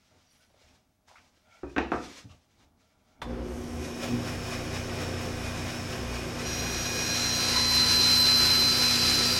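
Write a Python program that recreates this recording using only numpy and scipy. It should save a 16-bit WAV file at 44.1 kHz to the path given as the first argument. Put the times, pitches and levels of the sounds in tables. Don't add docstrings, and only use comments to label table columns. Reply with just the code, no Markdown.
import sys
import numpy as np
from scipy import signal
from scipy.fft import rfft, irfft, next_fast_len
from scipy.io import wavfile
from scipy.ndimage import uniform_filter1d, map_coordinates

SR = 44100
rng = np.random.default_rng(int(sys.argv[2]) if len(sys.argv) > 2 else 0)


def bounce(signal):
    frames = np.transpose(np.atleast_2d(signal))
    limited = np.clip(frames, -1, 1)
    pcm = np.round(limited * 32767).astype(np.int16)
    wavfile.write(sys.argv[1], SR, pcm)


def boost_factor(decibels):
    exponent = np.asarray(decibels, float) / 20
    return 10 ** exponent


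N = 414099
T = np.arange(N) / SR
SWITCH_S = 3.217
IDLE_FEED_DB = -46.5

# frequency in Hz, density in dB per Hz.
CLOTH_SPECTRUM = [(290, -30), (500, -1), (759, -9), (929, -6), (1200, -4.5), (3160, -4.5), (5950, -5.5),
                  (14500, -30), (15600, -41)]
# frequency in Hz, density in dB per Hz.
STAND_SPECTRUM = [(12, -46), (20, -3), (45, 1), (80, -0.5), (150, -8), (202, -7), (238, -7.5), (341, -8),
                  (481, -16.5), (630, -11), (1500, -23.5), (1950, -59), (3300, -120)]
# frequency in Hz, density in dB per Hz.
MIC_HISS_SPECTRUM = [(880, -31), (1500, -11), (1670, -2), (4370, -26), (5860, -8), (15000, -5),
                     (15600, -13)]
# frequency in Hz, width in Hz, level in dB.
HELD_BOARD_MODES = [(625, 70, 0), (870, 80, -4), (1380, 150, -3), (2280, 220, -3.5), (3400, 400, -10)]
# peak in seconds, level in dB, 20 dB rise in seconds, 20 dB fall in seconds.
STROKES = [(.07, -76, 0.59, 0.44), (.43, -69.5, 0.44, 0.1), (.63, -69.5, 0.16, 0.26),
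           (.76, -72, 0.16, 0.028), (1.084, -62, 0.015, 0.12), (1.17, -69, 0.055, 0.31),
           (1.372, -86, .03, .03), (1.55, -72, 0.17, .3), (1.7, -66, 0.077, 0.14),
           (1.81, -74, 0.064, 0.069), (1.92, -58, 0.013, 0.091), (2.0, -63, 0.13, 0.18),
           (2.06, -56, 0.15, 0.13), (2.13, -61, 0.2, 0.31), (2.19, -58, 0.17, 0.047),
           (2.316, -68, 0.031, 0.033), (2.51, -77, 0.027, 0.028), (2.64, -71, 0.14, 0.052),
           (2.81, -75.5, 0.049, 0.16), (2.895, -81, .03, 0.054), (3.08, -76.5, 0.12, 0.23)]
# peak in seconds, level in dB, rise in seconds, fall in seconds.
RUBS = [
    (.16, -68, 0.4, .12),
    (.43, -72, .15, .08),
    (.6, -64, 0.13, 0.3),
    (1.47, -61, 0.059, .1),
    (1.54, -50.5, 0.074, 0.15),
    (1.81, -53, .08, 0.27),
    (1.95, -59, .08, .28),
    (2.64, -77, 0.22, .07),
    (2.82, -71, 0.034, 0.28),
    (3.18, -67, 0.41, 0.19),
]
# peak in seconds, level in dB, rise in seconds, fall in seconds.
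JOLTS = [
    (.165, -65, .06, 0.065),
    (.72, -71, 0.24, 0.18),
    (1.2, -77, 0.21, 0.37),
    (1.55, -90, 0.21, .3),
    (1.81, -50, 0.059, .12),
    (1.97, -52, 0.089, 0.21),
    (2.26, -65, .06, 0.089),
    (2.34, -63.5, 0.078, 0.053),
    (2.6, -69.5, 0.15, 0.44),
    (3.2, -64, 0.18, 0.16),
]
# start in seconds, level in dB, pitch in Hz, width in Hz, length in seconds.
SCUFFS = [(0.175, -74, 250, 300, 0.029), (.25, -73, 5700, 400, 0.15), (.27, -76, 4630, 300, .08),
          (0.334, -88, 1500, 200, .06), (.3, -75, 9900, 4000, 0.16), (0.543, -63, 500, 300, 0.012),
          (0.562, -63, 550, 300, 0.012), (0.61, -65, 500, 300, 0.015), (0.4, -70, 1490, 60, 0.05),
          (0.501, -65, 500, 500, 0.019), (1.073, -63, 810, 500, 0.15), (1.155, -54, 1330, 300, 0.03),
          (1.155, -59.5, 2280, 500, 0.041), (1.178, -60, 1700, 1500, 0.028), (1.371, -64, 250, 400, 0.011),
          (1.696, -63, 2480, 150, .02), (1.635, -68, 2470, 120, .08), (2.242, -55, 170, 260, 0.025),
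          (2.29, -61.5, 2770, 500, 0.051), (2.297, -65, 1170, 150, 0.046), (2.3, -73, 647, 150, 0.091),
          (2.275, -57, 89.5, 79.5, 0.075)]

# time in seconds, peak in dB, brightness in dB per octave, thump in dB,
# rattle t60 in seconds.
KNOCKS = [
    (1.632, -27.5, -8.5, -36, 0.1),
    (1.763, -18, -1.5, -30, 0.12),
    (1.781, -14, 0.5, -41, 0.051),
    (1.801, -22, -7, -47, 0.042),
    (1.918, -14, -3, -45.5, 0.047),
    (1.934, -18.5, -4, -39.5, 0.071),
]
# time in seconds, peak in dB.
SNAPS = [
    (1.7635, -21),
    (1.783, -19),
    (1.919, -34),
]
# frequency in Hz, width in Hz, level in dB.
BOARD_MODES = [(309, 102, -5), (512, 120, -6), (695, 69, -3), (910, 160, -4.5), (1286, 220, -2),
               (1770, 400, -4.5), (2600, 350, -6), (3760, 670, -15), (5960, 1100, -18.5)]
# frequency in Hz, t60 in seconds.
ROOM_T60 = [(100, 0.55), (300, 0.5), (700, 0.36), (2000, 0.35), (5000, 0.46), (12000, 0.13)]
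# time in seconds, level in dB, pitch in Hz, t60 in seconds,
# rise in seconds.
BUMPS = [(1.631, -37.5, 281, 0.31, 0.0038), (1.763, -29.5, 280, 0.24, 0.0036), (1.918, -37, 720, .22, .002),
         (1.918, -38, 834, 0.19, .002), (1.918, -34.5, 1066, 0.18, .002), (1.934, -38, 1190, .2, .002),
         (1.934, -37.5, 968, .22, .002), (1.918, -43, 1510, .15, .002), (1.763, -37.5, 246, 0.1, .003),
         (1.764, -35, 1580, 0.15, .002), (2.245, -39, 109.8, 0.14, .015), (2.255, -43, 272, 0.095, 0.011),
         (2.3, -50, 81, .25, .012), (3.235, -30, 57.9, 1.3, 0.091), (3.235, -36, 68.4, 1.5, 0.083),
         (4.09, -35, 273, 0.39, 0.026), (4.02, -36, 556, 0.22, 0.01)]

# frequency in Hz, level in dB, t60 in seconds.
SWITCH_MODES = [(660, -6, 0.19), (1034, -1.5, 5.0), (1840, -12, 0.085), (2140, -21, 0.13),
                (2100, -22, 0.17), (2410, -27, 0.17), (3520, -7.5, 0.64), (4160, -18, 0.27)]

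# time in seconds, speed in turns per second, level in dB.
SHAFT = [
    (3.24, 11, -73),
    (3.6, 30, -45),
    (3.82, 26, -38),
    (4.0, 29.6, -50),
    (4.1, 31.2, -41),
    (5.2, 30, -36.5),
    (6.2, 30.9, -45),
    (9.39, 29.2, -39.5),
]
# multiple of the shaft rate, level in dB.
SHAFT_ORDERS = [(1, -13), (3, -2.5), (5, -10.5), (10, -13)]
# starting level in dB, running level in dB, jerk in dB, dropout in dB,
# gain in dB per dB of feed, slow drift in dB.
HUM_240HZ = (-41, -42.5, -51, -28.5, 0.68, -0.2)
HUM_120HZ = (-71, -43.5, -42, -31, 0.2, 0)
SHAKE = (-56, -48, -47, -52, .1, 2.5)
BELT = (-40, -41.5, -43, -63, 0.1247, 1.15)
# frequency in Hz, width in Hz, level in dB.
CABINET_MODES = [(64, 12, 0)]
# frequency in Hz, width in Hz, level in dB.
PANEL_MODES = [(200.5, 25, -9.5), (280.3, 18.5, -1.5), (304.2, 7.5, 2.5), (368.6, 10.7, 1), (440, 20, -12),
               (479, 25, -11), (544, 12, -10), (709, 25, -12)]
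# frequency in Hz, density in dB per Hz.
RUMBLE_SPECTRUM = [(12, -40), (20, -12), (109, -4), (188, -2.5), (238, -9), (341, -5.5), (536, -3.5),
                   (608, -13.5), (702, -11.5), (905, -14.5), (1450, -20.5), (2200, -28.5), (2900, -45),
                   (4000, -120)]

# frequency in Hz, density in dB per Hz.
HISS_SPECTRUM = [(410, -14), (700, 0), (777, -6.5), (1570, -8), (2530, -9), (4150, -17), (5310, -12.5),
                 (7260, -22), (12500, -28), (14600, -35), (15600, -26)]
# frequency in Hz, width in Hz, level in dB.
GUIDE_MODES = [(1012, 15, -3), (1754, 86, -3.5), (2470, 63, 0.5), (3830, 82, -4.5), (4410, 51, -10),
               (5320, 210, -2), (6830, 300, -11.5), (7660, 110, -11.5)]
# frequency in Hz, width in Hz, level in dB.
BEARING_MODES = [(2456, 12, 0), (2518, 14, -4), (3005, 25, -9), (3792, 20, -7), (5415, 18, -3)]
# peak in seconds, level over the running hiss in dB.
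BRUSHES = [(3.85, 0), (4.04, 4), (4.281, 0), (4.47, -9), (4.53, 0), (4.76, -1), (4.93, -11), (5.02, -2),
           (5.22, -5), (5.46, -4), (5.58, -10), (5.7, -4.5), (5.93, -5.5), (6.16, -6), (6.41, -8)]

# time in seconds, feed force as tearing level in dB, chatter of the buried blade in dB.
FEED = [(6.3, -72, -72), (6.47, -46.5, -50), (6.6, -52, -45.5), (6.95, -48, -45), (7.25, -44.5, -33.5),
        (7.55, -43, -31.5), (7.8, -41, -23), (8.15, -40, -22.5), (8.65, -41.5, -23.5), (8.8, -40, -25.5),
        (9.19, -39.5, -27.5), (9.39, -41, -32.5)]
# time in seconds, teeth per second.
TOOTH_RATE = [
    (6.3, 818.8),
    (7.2, 818.6),
    (7.5, 817.4),
    (8.4, 816.8),
    (9.39, 816.2),
]
WELDS = [6.145, 6.38, 6.615, 6.85, 7.085, 7.321, 7.556, 7.791, 8.026, 8.262, 8.497, 8.735, 8.972, 9.204,
         9.44]
# time in seconds, step in dB.
KICKS = [(6.855, 6.5), (7.09, 4), (7.326, 3), (7.561, 6.5), (7.796, 0.5), (7.85, -7), (8.031, 0.5),
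         (8.267, 1.5), (8.502, -0.5), (8.737, -6), (8.972, -8), (9.207, -1)]
# multiple of the tooth rate, level in dB.
SCREAM_ORDERS = [(5, 0)]
OVERTONE_ORDERS = [(10, -8.5), (15, -6.5), (13, -15), (17, -19), (18, -19)]
GRAZE_ORDERS = [(7, 0.5), (4, -15), (8, -6), (12, -32), (14, -22), (6, -9), (18, -27)]
BITE_ORDERS = [(3, .5), (2, -5)]
DEEP_ORDERS = [(6, -1)]
# peak in seconds, level in dB, climb in seconds, fade in
# seconds, # settled level in dB, first touch in dB.
GRAZE_ENTRY = (7.3, -39, 1.1, 1.1, -52, -45)
BITE_ENTRY = (7.13, -43, .45, .15, -50.5, -54)
SIXTEENTH_ENTRY = (7.35, -59, 1.2, 1.8, -68, -72)

# frequency in Hz, density in dB per Hz.
CHIP_SPECTRUM = [(1500, -39), (2500, -13.5), (3500, -15.5), (3900, -9.5), (4400, -12.5), (4850, -10.5),
                 (5500, -7.5), (6800, -17.5), (9000, -22.5), (11700, -26), (13500, -29.5), (15700, -36)]
# frequency in Hz, density in dB per Hz.
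BODY_SPECTRUM = [(350, -52), (600, -27), (800, -18), (1300, -12.5), (2100, -12), (3000, -17), (4500, -33.5)]
# frequency in Hz, level in dB.
SPAN_TONES = [(1003, -10), (1319, -6.5), (1416, -18), (1475, -16), (2606, -14), (3025, -10), (3470, -17),
              (3784, -11), (4296, -10), (4506, -9), (4576, -14), (4716, 1.5), (4786, -3.5), (4856, -9),
              (5136, -12), (5351, -11)]
# peak in seconds, level in dB, rise in seconds, fall in seconds.
GROANS = [
    (7.58, -36, 0.13, .2),
    (7.72, -40, 0.13, 0.27),
    (7.87, -45, 0.13, .15),
    (8.22, -46, .15, 0.28),
    (8.45, -48, 0.12, .1),
]
# frequency in Hz, width in Hz, level in dB.
KERF_MODES = [(1005, 80, 0), (1920, 75, -1.5), (2005, 80, -2)]

# frequency in Hz, threshold relative to local level in dB.
TREBLE_FLOOR = [(7000, -20), (9500, -12), (12000, -8.5), (13500, -3), (14800, 1.5), (15600, 1)]
# frequency in Hz, difference in dB.
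STEREO_RESIDUE = [(60, -45), (180, -46), (550, -36.5), (1650, -35.5), (3000, -32), (4970, -37.5),
                  (9000, -28.5), (15000, -21.5)]


def unit(x):
    return x / np.sqrt(np.mean(x ** 2) + 1e-20)


def level(gain):
    return 20 * np.log10(gain + 1e-9)


def along(points, hz):
    f, v = np.transpose(points)
    return np.interp(np.log(hz + 1), np.log(f + 1), v)


def curves(rows):
    s, *cols = np.transpose(rows)
    return [np.interp(T, s, c) for c in cols]


def after(start_s, rise_s):
    return np.clip((T - start_s) / rise_s, 0, 1)


def swells(rows):
    return sum(boost_factor(db - 20 * np.maximum((s - T) / rise, (T - s) / fall)) for s, db, rise, fall in rows)


def wobble(rate_hz):
    return map_coordinates(rng.standard_normal(int(N * rate_hz / SR) + 4), [T * rate_hz])


def tone(turns, db):
    return np.sqrt(2) * boost_factor(db) * np.sin(2 * np.pi * turns)


def filtered(x, response):
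    m = next_fast_len(N + SR // 2)
    return irfft(rfft(x, m) * response(np.fft.rfftfreq(m, 1 / SR)), m)[:N]


def colour(spectrum):
    return lambda hz: boost_factor(along(spectrum, hz))


def resonances(modes):
    def response(f):
        total = 0
        for k, (hz, width, db) in enumerate(modes):
            total = total + (-1) ** k * boost_factor(db) * 1j * f * width / (hz * hz - f * f + 1j * f * width)
        return total
    return response


def friction(modes):
    return lambda f: resonances(modes)(f) ** 2


def rush(response, band_hz, grit_db=0, standing_db=5.0):
    knots = rng.standard_normal(1500)
    knots_hz = np.linspace(0, SR / 2, len(knots))

    def rippled(hz):
        return response(hz) * boost_factor(standing_db * np.tanh(np.interp(hz, knots_hz, knots)))

    x = filtered(rng.standard_normal(N) * boost_factor(grit_db * wobble(900)), rippled)
    return x / np.std(filtered(x, lambda hz: (hz > band_hz[0]) & (hz < band_hz[1])))


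def handling():
    still_cloth_db, still_rub_db, still_stand_db = -86, -90, -73.5
    cloth = (boost_factor(still_cloth_db) + swells(STROKES)) * boost_factor(1.7 * wobble(30.38))
    cloth *= rush(colour(CLOTH_SPECTRUM), (3000, 9000), grit_db=0.5)
    rub = (boost_factor(still_rub_db) + swells(RUBS)) * boost_factor(1.3 * wobble(25.8) - 7.5)
    rub *= rush(friction(HELD_BOARD_MODES), (500, 2500), grit_db=2.5)
    stand = (boost_factor(still_stand_db) + swells(JOLTS)) * boost_factor(1.3 * wobble(26.95))
    stand *= rush(colour(STAND_SPECTRUM), (30, 300))
    hiss = boost_factor(-90.0) * rush(colour(MIC_HISS_SPECTRUM), (3000, 9000))
    return cloth + rub + stand + hiss


def scuffs():
    out = np.zeros(N)
    for s, db, hz, width_hz, length_s in SCUFFS:
        u = np.clip((T - s) / length_s, 0, None)
        swell = boost_factor(db + 11) * np.sqrt(u) * np.exp(-2.2 * u)
        out += swell * rush(friction([(hz, width_hz, 0)]), (20, 16000), grit_db=4.5)
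    return out


def room(x):
    hz, t, z = signal.stft(rng.standard_normal(SR // 2), SR, nperseg=256)
    decay = boost_factor(-60 * t / along(ROOM_T60, hz)[:, None])
    tail = signal.istft(z * decay, SR, nperseg=256)[1]
    return signal.fftconvolve(np.pad(x, (300, 0)), tail / np.linalg.norm(tail))[:N]


def knocks():
    out, t = np.zeros(N), np.arange(SR // 5) / SR
    for s, db, tilt_db, thump_db, t60 in KNOCKS:
        first = round(s * SR)
        push = np.zeros(N)
        push[first:][:len(t)] = boost_factor(-60 * t / max(t60, .01)) * rng.standard_normal(len(t))
        push[first] += 9

        def struck(f):
            softness = (1 + 1j * f / 300) ** ((tilt_db - 3.5) / 6) / (1 + 1j * f / 6500) ** 2
            return resonances(BOARD_MODES)(f) * softness

        ring = filtered(push, struck)
        hit = boost_factor(db - 1.5) * ring / np.abs(ring).max()
        thump = np.sin(2 * np.pi * 65 * t) + 0.39 * np.sin(2 * np.pi * 135 * t)
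        hit[first:][:len(t)] += boost_factor(thump_db - 60 * t / 0.22) * thump * (1 - np.exp(-t / 0.0093))
        out += hit + boost_factor(-5) * room(hit)
    for s, db in SNAPS:
        snap = np.pad(-boost_factor(db) * np.hanning(17), (round(s * SR), N))[:N]
        out += snap + boost_factor(-7.5) * room(snap)
    return out


def bumps():
    return sum(tone(hz * (T - s), db - 60 * np.abs(T - s) / t60) * after(s, rise)
               for s, db, hz, t60, rise in BUMPS)


def switch():
    t = np.clip(T - SWITCH_S, 0, None)
    ring = sum(tone(hz * t + 0.32 * wobble(150), db - 60 * t / min(t60, .13)) for hz, db, t60 in SWITCH_MODES)
    clack = boost_factor(-60 * t / 0.13) * rng.standard_normal(N) * (T > SWITCH_S)
    clack = filtered(clack, lambda f: 1 / (1 + 1j * f / 2500) ** 2)
    click = boost_factor(-35) * after(SWITCH_S, 0.0008) * (ring + 3.4 * clack)
    return click + boost_factor(-12.0) * room(click)


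def motor_db(start_db, run_db, jerk_db, dropout_db, load, drift_db):
    jerk = (3.32, jerk_db, 0.15, 0.19)
    dropout = (4.14, dropout_db, 0.073, 0.1)
    running = after(4.02, 0.16)
    feed_db = np.clip(curves(FEED)[0] - IDLE_FEED_DB, 0, None)
    steady_db = start_db + running * (run_db - start_db + drift_db * wobble(6.0)) + load * feed_db
    return level(boost_factor(steady_db) + swells([jerk, dropout]))


def motor():
    hum4_db, hum2_db = motor_db(*HUM_240HZ), motor_db(*HUM_120HZ)
    shake_db, rumble_db = motor_db(*SHAKE), motor_db(*BELT)
    speed_hz, shaft_db = curves(SHAFT)
    turns = np.cumsum(speed_hz) / SR

    hum = tone(240 * T, hum4_db - .8 + 1.6 * np.tanh(wobble(20)))
    hum += tone(120 * T, hum2_db - .8 + 0.19 * wobble(15))
    hum += tone(360 * T, hum4_db - 17.5 + 9 * (T < 3.95) + 6.4 * np.tanh(wobble(13)))

    orders = np.zeros(N)
    for k, db in SHAFT_ORDERS:
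        order_db = shaft_db + db - 14 * (k == 1) * (T < 4.06)
        order_db = order_db + 1.0 * np.tanh(wobble(6.9)) + 3 * np.tanh(wobble(22))
        orders += tone(k * turns + rng.random(), order_db)

    rock_db = 8.5 * (T < 4) * np.cos(2 * np.pi * 9.8 * (T - 3.335))
    shake = boost_factor(shake_db + 1.5 + rock_db) * rush(friction(CABINET_MODES), (45, 75))

    belt = 0.79 * boost_factor(-4 * (T < 4.04)) * rush(colour(RUMBLE_SPECTRUM), (260, 800))
    panels = 0.67 * rush(resonances(PANEL_MODES), (260, 800), standing_db=4.5)
    rumble = boost_factor(rumble_db + 0.27 * np.sin(2 * np.pi * turns)) * (belt + panels)
    return after(3.23, 0.04) * (hum + orders + shake + rumble)


def hiss_levels():
    run_db, rest_db, spin_up_s, top_db, top_lag_db = -43, -10.5, 0.72, -9.5, -9
    lack = np.exp(-np.clip(T - SWITCH_S, 0, None) / spin_up_s)
    brush_db = 1.12 * level(1 + swells([(s, db, 0.059, 0.091) for s, db in BRUSHES]))
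    hiss_db = run_db + rest_db * lack + brush_db
    treble_db = top_db + top_lag_db * (1 - after(3.4, 0.12)) + 2.0 * lack - 0.16 * brush_db
    return hiss_db, treble_db


def blade():
    weld_s, lap_s = 7.561, .2352
    hiss_db, treble_db = hiss_levels()
    hiss = colour(HISS_SPECTRUM)
    scrape = rush(lambda f: hiss(f) * (f < 5500), (1500, 5000), grit_db=1.0)
    ring = boost_factor(0.91 * wobble(9)) * rush(resonances(GUIDE_MODES), (1500, 5000), standing_db=5.0)
    ring += boost_factor(-3.5) * rush(friction(BEARING_MODES), (1500, 6000), standing_db=2)
    treble = rush(lambda f: hiss(f) * (f >= 5500), (6000, 12000), grit_db=1.0)
    weld_db = 2.5 * np.exp(-((T - weld_s) % lap_s) / .03) * after(6.3, .1)
    mix = 0.78 * boost_factor(-2.5 * (1 - after(3.98, 0.034))) * scrape
    mix += 0.4 * after(3.56, 0.39) * ring + boost_factor(treble_db) * treble
    return after(3.23, 0.072) * boost_factor(hiss_db + weld_db) * mix


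def chips_and_span():
    tear_db = curves(FEED)[0]
    body_db = 2.5 - 0.28 * (tear_db - IDLE_FEED_DB) + 0.73 * wobble(7.9)
    chips = rush(colour(CHIP_SPECTRUM), (6700, 8000), grit_db=1.3, standing_db=5.5)
    body = boost_factor(body_db) * rush(colour(BODY_SPECTRUM), (1700, 2300), grit_db=1.5)
    noise = boost_factor(tear_db - 1.54 + 0.85 * wobble(25)) * (chips + body)

    span = np.zeros(N)
    for hz, db in SPAN_TONES:
        late_db = -6.5 * (hz > 4600) * (1 - after(7.3, 0.11))
        span += tone(hz * T + 0.12 * wobble(60), db + 2.4 * wobble(25) + 0.93 * wobble(90) + late_db)
    cluster = rush(friction([(4800, 300, 0)]), (4500, 5100), grit_db=8.0)
    span += boost_factor(-2.5) * after(7.3, 0.32) * cluster

    groan = swells(GROANS) * rush(friction(KERF_MODES), (800, 2200), standing_db=-1)
    return groan + after(6.27, 0.37) * noise + after(6.8, 0.46) * boost_factor(flutter_db()) * span


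def flutter_db():
    wake_s, wake_db, wake_db_per_s, top_db = 7.5, -41.5, 18, -38.5
    creep_db = wake_db + (top_db - wake_db) * after(wake_s, 1.0)
    return creep_db - np.clip(wake_db_per_s * (wake_s - T), 0, 25)


def chatter_db():
    settle_s = 0.047
    kicks_db = sum(db * (T > s) * np.exp(-np.abs(T - s) / settle_s) for s, db in KICKS)
    return curves(FEED)[1] + kicks_db


def entering_db(peak_s, db, climb_s, fade_s, rest_db, touch_db):
    touch_s = 6.44
    flicker_db = 1.5 * wobble(12)
    entry = swells([(peak_s, db, climb_s, fade_s), (touch_s + 0.1, touch_db, .5, 1.2)])
    return level(after(touch_s, .03) * (entry + boost_factor(rest_db + flicker_db)))


def teeth():
    slip_teeth = .09
    count = np.cumsum(curves(TOOTH_RATE)[0]) / SR + 0.01 * wobble(7.5) + 0.0042 * wobble(90)
    laps = np.clip(np.searchsorted(WELDS, T), 1, len(WELDS) - 1)
    since_s = np.abs(T - np.take(WELDS, laps - 1))
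    until_s = np.take(WELDS, laps) - T
    off_s = np.where(since_s < until_s, since_s, -until_s)
    rebound_db = 1.5 * np.exp(-since_s / .02) - 14 * np.exp(-((off_s - .0015) / .003) ** 2)
    grazing_db = 1.1 * (1 - after(7.0, .5))
    lead_turns = .14 * np.exp(-since_s / .009)

    scream_db = chatter_db() + 2 * np.cos(2 * np.pi * 30 * T) * (1 - after(6.95, .12))
    over_db = -42.5 + 0.45 * (scream_db + 28.0) + 4 * np.tanh(wobble(12)) + 2.5 * wobble(45)
    over_db -= 6 * (1 - after(7.7, 0.28))
    groups = [(SCREAM_ORDERS, scream_db), (OVERTONE_ORDERS, over_db),
              (GRAZE_ORDERS, entering_db(*GRAZE_ENTRY)), (BITE_ORDERS, entering_db(*BITE_ENTRY)),
              ([(16, 0)], entering_db(*SIXTEENTH_ENTRY)),
              (DEEP_ORDERS, flutter_db() - 7 * (1 - after(8.6, .1)))]

    out = np.zeros(N)
    for orders, base_db in groups:
        group_db = base_db + rebound_db + grazing_db * 2 * np.tanh(wobble(60))
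        for k, db in orders:
            slip = 2 * np.pi * k * slip_teeth * laps
            re, im = uniform_filter1d([np.cos(slip), np.sin(slip)], size=24)
            angle = 2 * np.pi * (k * count + lead_turns + rng.random())
            size = boost_factor(group_db + db + .12 * k * wobble(50) + 0.9 * wobble(300))
            out += np.sqrt(2) * size * (re * np.sin(angle) - im * np.cos(angle))

    yelp_db, yelp_s, yelp_hz_per_s = -5, .0045, 60000
    yelp = tone(5 * count + yelp_hz_per_s / 2 * off_s ** 2, scream_db + yelp_db)
    yelp *= np.exp(-(off_s / yelp_s) ** 2 / 2)
    return after(6.35, 0.045) * (out + yelp)


def scene():
    board = handling() + scuffs() + knocks() + bumps()
    saw = switch() + motor() + blade() + chips_and_span() + teeth()
    mono = board + saw
    return np.array([mono, mono])


def smooth(x, bins, frames):
    return uniform_filter1d(uniform_filter1d(x, size=bins, axis=0), size=frames, axis=1)


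def band_limit(x):
    return signal.sosfilt(signal.butter(12, 15770, fs=SR, output="sos"), x)


def record(dry):
    hz, t, z = signal.stft(dry[0], SR, nperseg=2048)
    size = smooth(np.abs(z), 4, 2)
    patches_db = 3 * unit(smooth(rng.standard_normal(z.shape), 16, 2))
    size *= boost_factor(patches_db + 1.5 * rng.standard_normal(z.shape[1]))
    local = np.sqrt(np.abs(uniform_filter1d(np.abs(z) ** 2, size=40, axis=0)))
    busy = (t > 3.25) & (t < 3.95) | (t > 7.45) & (t < 7.7)
    raised_db = 2.5 * np.outer(hz < 11500, t > 7.8) + 4 * np.outer(hz > 13500, busy)
    mid = z * (size > local * boost_factor(along(TREBLE_FLOOR, hz)[:, None] + raised_db))

    uneven_db = 7.0 * unit(uniform_filter1d(rng.standard_normal(z.shape), size=30, axis=0))
    random_phase = np.exp(2j * np.pi * rng.random(z.shape))
    side = mid * boost_factor(along(STEREO_RESIDUE, hz) - 2)[:, None] * boost_factor(uneven_db) * random_phase
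    pair = signal.istft(np.array([mid + side, mid - side]), SR, nperseg=2048)[1][:, :N]
    return band_limit(pair + tone(15735 * T, -94))


dry = scene()
out = record(dry)
bounce(out)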